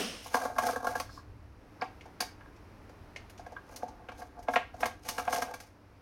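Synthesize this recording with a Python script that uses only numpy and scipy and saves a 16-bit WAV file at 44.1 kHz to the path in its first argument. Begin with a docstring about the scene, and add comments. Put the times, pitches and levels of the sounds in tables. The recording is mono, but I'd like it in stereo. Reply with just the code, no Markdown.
"""A screwdriver works among small metal parts in a cast housing set in a hollow shell on a workbench.
A short swish opens over a small room's low rumble and faint hum. For the first second the tip drags and
catches; it then snaps against an edge and the steel blade pings. Sparse knocks and clinks of loose parts
follow, then a busy run of knocks, snaps and scrapes from 4.4 to 5.6 s. Contacts ring the modes of shell,
casting and ribs; tip friction adds ticks and hiss."""
import sys
import numpy as np
from scipy import signal
from scipy.fft import rfft, irfft, next_fast_len
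from scipy.io import wavfile

SR = 44100
rng = np.random.default_rng(int(sys.argv[2]) if len(sys.argv) > 2 else 0)


def generate_wav(sig):
    """Save sig (samples, or channels by samples) to the path in sys.argv[1] as 16-bit PCM at SR."""
    pcm = np.round(np.clip(np.atleast_2d(sig).T, -1, 1) * 32767).astype(np.int16)
    wavfile.write(sys.argv[1], SR, pcm)


N = 265041
TIME = np.arange(N) / SR
HIT_TIME = TIME[:SR // 6]

# Modes of the hollow shell, the casting and its stiff ribs. Each row: pitch in Hz, width in Hz, level in dB.
SHELL_MODES = [(240.4, 10.1, -12.5), (271.7, 21.4, -14), (502.8, 22.5, -5), (651, 59, -7), (721, 35, -1.5),
               (754, 28.6, -3), (866.7, 33, -6.5)]
CASTING_MODES = [(1006, 21, -3), (1084, 8.3, -2.5), (1133, 83, 0), (1289, 38, -4.5), (1410, 29, -4.5),
                 (1610.5, 45, 2.5), (1679, 360, -5)]
RIB_MODES = [(1857, 33, -2.5), (2080, 110, 2.5), (2152, 45, 0.5), (2290, 40, 1.5), (2512, 81, -0.5),
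             (2690, 43, -7.5), (2862, 110, -2), (3210, 170, -15.5), (3433, 93, -9)]
# Tip friction spectrum. Each row: frequency in Hz, density in dB.
FRICTION_SPECTRUM = [(2200, -7), (3700, -4), (5000, 0), (6400, 1.5), (7600, -9), (9000, -4.5), (12000, -6),
                     (14000, -12), (16000, -15.5)]
# Likeness of the two channels. Each row: frequency in Hz, left-right correlation.
CORRELATION = [(50, 1), (250, 0.84), (650, 0.58), (1500, 0.13), (4000, 0), (16000, 0.11)]


def from_db(db):
    """Decibels to gain."""
    return 10 ** (np.asarray(db) / 20)


def unit_rms(x, size=None):
    """Scale to rms 1 over the first `size` samples."""
    return x / np.sqrt(np.mean(x[..., :size] ** 2) + 1e-20)


def at_hz(points, hz):
    """Read a table on a log-frequency axis."""
    points_hz, values = np.transpose(points)
    return np.interp(np.log(np.maximum(hz, 1)), np.log(points_hz), values)


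def butter(x, hz, kind="low"):
    """Butterworth filter, order 2."""
    return signal.sosfilt(signal.butter(2, hz, kind, fs=SR, output="sos"), x)


def pan(left_db):
    """Left and right gains of constant power."""
    return unit_rms(from_db(np.array([[left_db], [-left_db]]) / 2))


def add(out, start_s, sound):
    """Mix a sound in at start_s."""
    i = max(int(start_s * SR), 0)
    out[:, i:i + sound.shape[1]] += sound[:, :N - i]


def spread(mid, side, hz):
    """Stereo pair: alike in the bass, different in the treble."""
    alike = np.clip(at_hz(CORRELATION, hz), -1, 1)
    return np.sqrt(1 + alike) * mid + np.sqrt(1 - alike) * side * np.array([[1], [-1]])


def noise(spectrum):
    """Coloured stereo noise, rms 1."""
    size = next_fast_len(N)
    mid, side = rfft(rng.standard_normal((2, size)))
    hz = np.arange(len(mid)) * SR / size
    return unit_rms(irfft(spread(mid, side, hz) * from_db(at_hz(spectrum, hz)), size)[:, :N])


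def drift(rate_hz):
    """Straight lines between random knots, rms 1."""
    knots = rng.standard_normal(int(rate_hz * N / SR) + 2)
    return unit_rms(np.interp(TIME * rate_hz, np.arange(len(knots)), knots))


def resonate(force, modes):
    """Mid and side forces drive parallel resonators; rms 1."""
    out = 0
    for k, (hz, width_hz, db) in enumerate(modes):
        radius = np.exp(-np.pi * width_hz / SR)
        poles = [1, -2 * radius * np.cos(2 * np.pi * hz / SR), radius * radius]
        mid, side = unit_rms(signal.lfilter([1, -1], poles, force + 1e-18))
        out = out + (-1) ** k * from_db(db) * spread(mid, side, hz)
    return unit_rms(out)


def strike(modes, press_s, ring_db, vary_db=2, detune=0.0063):
    """Modes sound while the tool presses, then ring on; each contact weights and loads them differently."""
    hz, width_hz, db = np.transpose(modes)[:, :, None]
    strength, load, lag = rng.standard_normal((3, len(modes), 1))
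    phase = 2 * np.pi * (hz * (1 + detune * load) * HIT_TIME + rng.random((len(modes), 1)))
    fade = np.exp(-(HIT_TIME / press_s) ** 2) + from_db(ring_db) * np.exp(-np.pi * width_hz * HIT_TIME)
    build = 1 - np.exp(-(HIT_TIME / (0.0002 + 2.0 / hz)) ** 2)   # low modes swing up more slowly
    envelope = from_db(db + vary_db * strength) * fade * build
    offset_rad = lag * np.sqrt(-np.log(np.clip(at_hz(CORRELATION, hz), .05, 1)) / 2)
    channels = [np.sum(envelope * np.sin(phase + sign * offset_rad), axis=0) for sign in (1, -1)]
    return unit_rms(np.array(channels), size=SR // 60)


def struck_at(modes, spot_hz, boost_db=9, width_octaves=0.21):
    """The struck spot favours the modes near spot_hz."""
    return [(hz, width_hz, db + boost_db * np.exp(-(np.log2(hz / spot_hz) / width_octaves) ** 2))
            for hz, width_hz, db in modes]


def background():
    """Low rumble and soft air swell as the arm moves, over a faint steady hum."""
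    # Each row: frequency in Hz, density in dB.
    rumble_spectrum = [(15, -5), (30, 14.5), (45, 16.5), (75, 18.5), (105, 16.5), (140, 5), (220, -58)]
    air_spectrum = [(90, -24), (150, -4.5), (300, -3), (450, -6), (1000, -9), (1600, -13.5), (2400, -17.5),
                    (3300, -25.5), (5500, -25.5), (7500, -37), (10500, -34), (16000, -40)]
    # Each row: time in seconds, rumble level in dB, air change in dB.
    swells = [(0, -58.5, -8), (.9, -54.5, 5), (1.3, -49, 2), (1.55, -56.5, 1), (1.8, -59, 5.5),
              (2.4, -56, 4.5), (3.1, -53.5, 5.5), (3.6, -58, 5), (4.3, -56.5, 2), (4.8, -56.5, 2.5),
              (5.3, -57, -1.5), (6, -61, 1.5)]
    # Each row: frequency in Hz, level in dB.
    hum_tones = [(100, -65.5), (295, -67.5)]
    times_s, rumble_db, air_change_db = np.transpose(swells)
    rumble = from_db(np.interp(TIME, times_s, rumble_db)) * noise(rumble_spectrum)
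    air = from_db(-60 + np.interp(TIME, times_s, air_change_db)) * noise(air_spectrum)
    hum = sum(from_db(db) * np.sqrt(2) * np.sin(2 * np.pi * hz * TIME) for hz, db in hum_tones)
    return (rumble + air + hum) * pan(0.4)


def swish(end_s=0.346, release_s=0.031):
    """A brief rush with a hollow start fades out."""
    # Each row: frequency in Hz, density in dB.
    hiss_spectrum = [(600, -21), (1000, -5), (2200, -5), (3000, 2), (3500, -4.5), (4600, -7), (5400, -1),
                     (7400, -17), (8900, -10), (11000, -19.5), (16000, -33)]
    hollow_spectrum = [(120, -47), (180, -8), (225, -6), (350, -13), (570, -8), (750, -14.5), (1100, -39)]
    # Hiss, hollow body, opening thump. Each row: initial level in dB, fall in dB per second.
    decays = [(-32.5, 74.5), (-35.5, 93), (-29.5, 600)]
    hiss, hollow, thump = [from_db(db - fall * np.minimum(TIME, 1)) for db, fall in decays]
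    release = np.exp(-np.maximum(TIME - end_s, 0) / release_s)
    return release * (hiss * noise(hiss_spectrum) + (hollow + thump) * noise(hollow_spectrum))


def blade(slide_at_s=1.145, slide_width_s=0.054, slide_db=-55):
    """The thin steel shaft sings faintly as it slides and pings after hard contacts."""
    # Each row: pitch in Hz, width in Hz, level in dB.
    modes = [(4410, 26, 2), (4795, 24, 2), (4620, 28, -1), (4560, 38, -1), (5080, 95, 7.5), (5760, 18, -14)]
    # Each row: start in seconds, level in dB.
    pings = [(1.001, -42.5), (1.813, -48), (2.206, -33.5), (3.161, -56.5), (5.088, -55)]
    slide = from_db(slide_db) * np.exp(-((TIME - slide_at_s) / slide_width_s) ** 2)
    damped_modes = [(hz, width_hz * 8, db) for hz, width_hz, db in modes]
    out = slide * resonate(rng.standard_normal((2, N)), damped_modes)
    for start_s, db in pings:
        add(out, start_s, from_db(db) * strike(modes, press_s=0.0023, ring_db=-6))
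    return out


def stroke_gains(rise_db_per_s=426, fall_db_per_s=265, sag_db_per_s=63):
    """Body and hiss gains: each stroke swells, holds and lets go; the hiss sags as the tip slows."""
    # Each row: start in seconds, length in seconds, body level in dB, hiss level in dB.
    strokes = [(0.253, 0.015, -61, -40.5), (0.349, 0.14, -36.5, -37.5), (0.614, 0.075, -37.5, -40),
               (0.673, 0.028, -43, -37), (0.885, 0.052, -42.5, -46), (0.978, 0.03, -56, -48.5),
               (3.692, 0.055, -54, -58), (3.81, 0.22, -56.5, -72), (4.195, 0.012, -48.5, -49),
               (4.382, 0.03, -51.5, -72), (4.528, 0.011, -61, -47.5), (4.814, 0.039, -42, -46),
               (5.084, 0.018, -42, -36.5), (5.16, 0.17, -52.5, -48.5), (5.331, 0.096, -39.5, -37.5),
               (5.447, 0.06, -46.5, -61), (5.618, 0.037, -65, -55.5)]
    body, hiss = np.zeros((2, N))
    for start_s, length_s, body_db, hiss_db in strokes:
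        t = TIME - start_s
        press_db = rise_db_per_s * np.minimum(t, 0) - fall_db_per_s * np.maximum(t - length_s, 0)
        press = from_db(np.maximum(press_db, -120))
        body += press * from_db(body_db)
        hiss += press * from_db(hiss_db - sag_db_per_s * np.clip(t, 0, length_s))
    return body, hiss


def scrape(ridges_per_s=2500, burrs_per_s=180, burr_decay_s=0.0013):
    """The dragged tip catches unevenly on tiny ridges and shakes the housing; breaking burrs crackle."""
    body_gain, hiss_gain = stroke_gains()
    grip = unit_rms(from_db(3.2 * drift(rate_hz=160)))
    force = (rng.random(N) < ridges_per_s / SR) * rng.standard_normal((2, N)) * grip
    body = from_db(2.0) * resonate(force, SHELL_MODES) + from_db(-6.5) * resonate(force, CASTING_MODES)
    body = butter(body, 2100)   # heavy walls follow only slow forces
    breaks = (rng.random(N) < burrs_per_s / SR) * rng.random(N)
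    burrs = unit_rms(signal.lfilter([1], [1, -np.exp(-1 / (burr_decay_s * SR))], breaks + 1e-18))
    hiss = (from_db(-6.5) + from_db(-11.5) * burrs) * grip * noise(FRICTION_SPECTRUM)
    hiss += from_db(-12.5) * resonate(force, RIB_MODES)
    return body_gain * body + hiss_gain * hiss


def catches(ordinary_db=-30, sparkle_db=3):
    """The dragged tip catches on the housing; harder catches are brighter."""
    # Each row: start in seconds, strength in dB, spot pitch in Hz.
    events = [(0.258, -44.5, 1000), (0.3427, -24.5, 1090), (0.366, -32.5, 720), (0.414, -38.5, 660),
              (0.4511, -32.5, 500), (0.4975, -45, 593), (0.562, -39.5, 614), (0.583, -25.5, 650),
              (0.635, -36.5, 1600), (0.662, -41, 1150), (0.685, -31, 696), (0.73, -37, 506),
              (0.759, -32, 567), (0.802, -43, 686), (0.826, -39.5, 1100), (0.844, -33, 1050),
              (0.868, -28.5, 1500), (0.953, -30, 1520)]
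    # Shell, casting, ribs, tick. Each row: level at an ordinary catch in dB, dB per dB of strength.
    response = [(-30.5, 1.0), (-30.5, 1.23), (-54.5, 3), (-43.5, 1.37)]
    for start_s, db, spot_hz in events:
        levels_db = [base_db + slope * (db - ordinary_db) for base_db, slope in response]
        yield start_s, *levels_db, spot_hz, sparkle_db


def snaps(sparkle_db=2.5):
    """The tip slips off and snaps against a sharp edge."""
    # Each row: start in seconds, casting level in dB, tick level in dB, spot pitch in Hz.
    events = [(0.9985, -36.5, -38.5, 1160), (2.204, -37, -31, 2430), (3.297, -63, -54.5, 3410),
              (3.7603, -89, -42.5, 664), (4.426, -66, -57.5, 766), (4.536, -33.5, -45.5, 2270),
              (4.805, -51, -44, 720), (4.856, -33, -37.5, 2020), (5.087, -40.5, -31.5, 2780),
              (5.1802, -32, -40.5, 1540), (5.195, -39, -49, 1310), (5.253, -50, -59, 760),
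              (5.3259, -31, -36, 780), (5.359, -39, -39, 884), (5.42, -34, -38, 700),
              (5.538, -42.5, -44.5, 820), (5.601, -54.5, -48.5, 1500)]
    for start_s, casting_db, tick_db, spot_hz in events:
        shell_db = casting_db - 1.5
        ribs_db = (casting_db + tick_db) / 2 - 4.5
        yield start_s, shell_db, casting_db, ribs_db, tick_db, spot_hz, sparkle_db


def knocks(sparkle_db=-5):
    """Blunt knocks of the tool: the softer, the less reaches casting and ribs."""
    # Each row: start in seconds, shell level in dB, softness in dB, spot pitch in Hz.
    events = [(1.8176, -28.5, 5.5, 794), (1.84, -49.5, 4, 1080), (2.056, -47, 11, 745),
              (2.221, -38, 3.5, 810), (2.893, -52.5, 6, 504), (3.394, -46, 12, 730), (3.4629, -43, 8, 1700),
              (3.52, -45, 19, 595), (3.828, -32.5, 26, 806), (3.882, -43.5, 22, 920),
              (4.0858, -44, 1, 2260), (4.117, -49, 4.5, 892), (4.218, -40, 8.5, 840), (4.39, -44, 30, 714),
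              (4.4833, -26.5, 8, 687), (4.5584, -22, 1.8, 680), (4.74, -44.5, 15, 640),
              (4.8296, -25.5, 4.5, 690), (5.2765, -26.5, 7.5, 667)]
    for start_s, db, soft_db, spot_hz in events:
        tick_db = -45 + 0.34 * db
        yield start_s, db, db - soft_db, db - 2 * soft_db, tick_db, spot_hz, sparkle_db


def clinks(loss_at_octave_db=25, sparkle_db=-20):
    """Light loose parts hit the casting and excite little beyond their own pitch; the highest-pitched rows are
    brief scratches of the tip, heard almost only as a tick."""
    # Each row: start in seconds, level in dB, pitch in Hz.
    events = [(1.092, -50.5, 1360), (1.174, -42.5, 1080), (1.187, -50, 1070), (2.009, -52.5, 3220),
              (2.408, -46, 1690), (2.458, -53, 1640), (2.561, -64, 4600), (3.1603, -42.5, 3180),
              (3.377, -53, 4870), (3.564, -37, 1560), (3.88, -60.5, 4930)]
    # Where shell, casting, ribs and tick respond best.
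    centres_hz = [620, 1380, 2980, 4540]
    for start_s, db, hz in events:
        levels_db = [db - loss_at_octave_db * np.log2(hz / centre_hz) ** 2 for centre_hz in centres_hz]
        yield start_s, *levels_db, hz, sparkle_db


def touches():
    """Each row: start in seconds; shell, casting, ribs, tick in dB; spot pitch in Hz; sparkle in dB."""
    return [*catches(), *snaps(), *knocks(), *clinks()]


def skids(rise_s=0.0051, overlap_s=0.00076):
    """The tip skids for a few milliseconds, swelling into each touch."""
    gain = np.zeros((2, N))
    swell = np.exp(-HIT_TIME / rise_s)[None, ::-1]
    for start_s, shell_db, casting_db, *_ in touches():
        add(gain, start_s + overlap_s - HIT_TIME[-1], from_db(max(shell_db, casting_db) - 9.5) * swell)
    return butter(gain * resonate(rng.standard_normal((2, N)), SHELL_MODES + CASTING_MODES), 3000)


def contacts(bite_s=0.00067, slip_s=0.015, tail_s=0.016):
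    """Touches ring shell, casting and ribs; the tip ticks, hard hits rasp, sharp edges add top treble."""
    out, tick_gain, rasp_gain, sparkle_gain = np.zeros((4, 2, N))
    release = np.exp(-(HIT_TIME / slip_s) ** 2) + 0.49 * np.exp(-HIT_TIME / tail_s)
    force = unit_rms((1 - np.exp(-HIT_TIME / bite_s)) * release, size=SR // 60)
    for start_s, shell_db, casting_db, ribs_db, tick_db, spot_hz, sparkle_db in touches():
        place = pan(rng.normal(0, 1))
        body = from_db(shell_db) * strike(struck_at(SHELL_MODES, spot_hz), press_s=0.011, ring_db=2)
        body += from_db(casting_db) * strike(struck_at(CASTING_MODES, spot_hz), press_s=0.012, ring_db=-18)
        body += from_db(ribs_db) * strike(struck_at(RIB_MODES, spot_hz), press_s=0.0078, ring_db=10)
        add(out, start_s, body * place)
        add(tick_gain, start_s, from_db(tick_db - 0.5) * force * place)
        add(sparkle_gain, start_s, from_db(tick_db + sparkle_db - 2.5) * force * place)
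        add(rasp_gain, start_s, from_db(ribs_db - 5.5) * force * place)
    tick = butter(noise(FRICTION_SPECTRUM), 6800)
    sparkle = butter(noise(FRICTION_SPECTRUM), 8500, "high")
    # Each row: frequency in Hz, density in dB.
    rasp_spectrum = [(150, -30), (400, 6), (1500, -1), (3000, 5), (5500, -12), (7500, -19), (16000, -55)]
    return out + tick_gain * tick + sparkle_gain * sparkle + rasp_gain * noise(rasp_spectrum)


def room(x, wet_db, build_s):
    """Diffuse reflections build up and die away, octave by octave."""
    # Each row: frequency in Hz, time to fall 60 dB in seconds.
    decay_times = [(200, 0.29), (600, 0.2), (1400, 0.27), (4000, 0.31), (10000, 0.18), (16000, 0.23)]
    t, response = TIME[:SR // 2], 0
    edges_hz = np.geomspace(140, 17920, 8)
    for low_hz, high_hz in zip(edges_hz, edges_hz[1:]):
        band = butter(rng.standard_normal((2, len(t))), [low_hz, high_hz], "band")
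        hz = np.sqrt(low_hz * high_hz)
        response = response + spread(*band, hz) * from_db(-60 * t / at_hz(decay_times, hz))
    response = unit_rms(response * (1 - np.exp(-(t / build_s) ** 2))) / np.sqrt(len(t))
    return x + from_db(wet_db) * signal.fftconvolve(x, response, axes=1)[:, :N]


def lean_right(x):
    """The work lies to the right: that side is louder, less so in the bass."""
    # Each row: frequency in Hz, left minus right in dB.
    balance = [(60, -2.5), (110, -1.0), (200, 0), (380, -5.5), (700, -8), (1290, -5), (2380, -5.5),
               (4400, -5.0), (8120, -2), (15000, -6)]
    size = next_fast_len(N)
    spectrum = rfft(x, size)
    ratio = from_db(at_hz(balance, np.arange(spectrum.shape[1]) * SR / size))
    gains = np.array([ratio, np.ones_like(ratio)]) / np.sqrt((1 + ratio ** 2) / 2)
    return irfft(spectrum * gains, size)[:, :N]


def scene():
    """Screwdriver work in a small room, plus swish and background."""
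    work = contacts() + skids() + blade() + scrape()
    return lean_right(room(work, wet_db=-9.5, build_s=0.0059) + swish() + background())


def record(dry):
    """Steep low-pass at 16 kHz."""
    return signal.sosfilt(signal.ellip(12, .1, 80, 16000, fs=SR, output="sos"), dry)


dry = scene()
out = record(dry)
generate_wav(out)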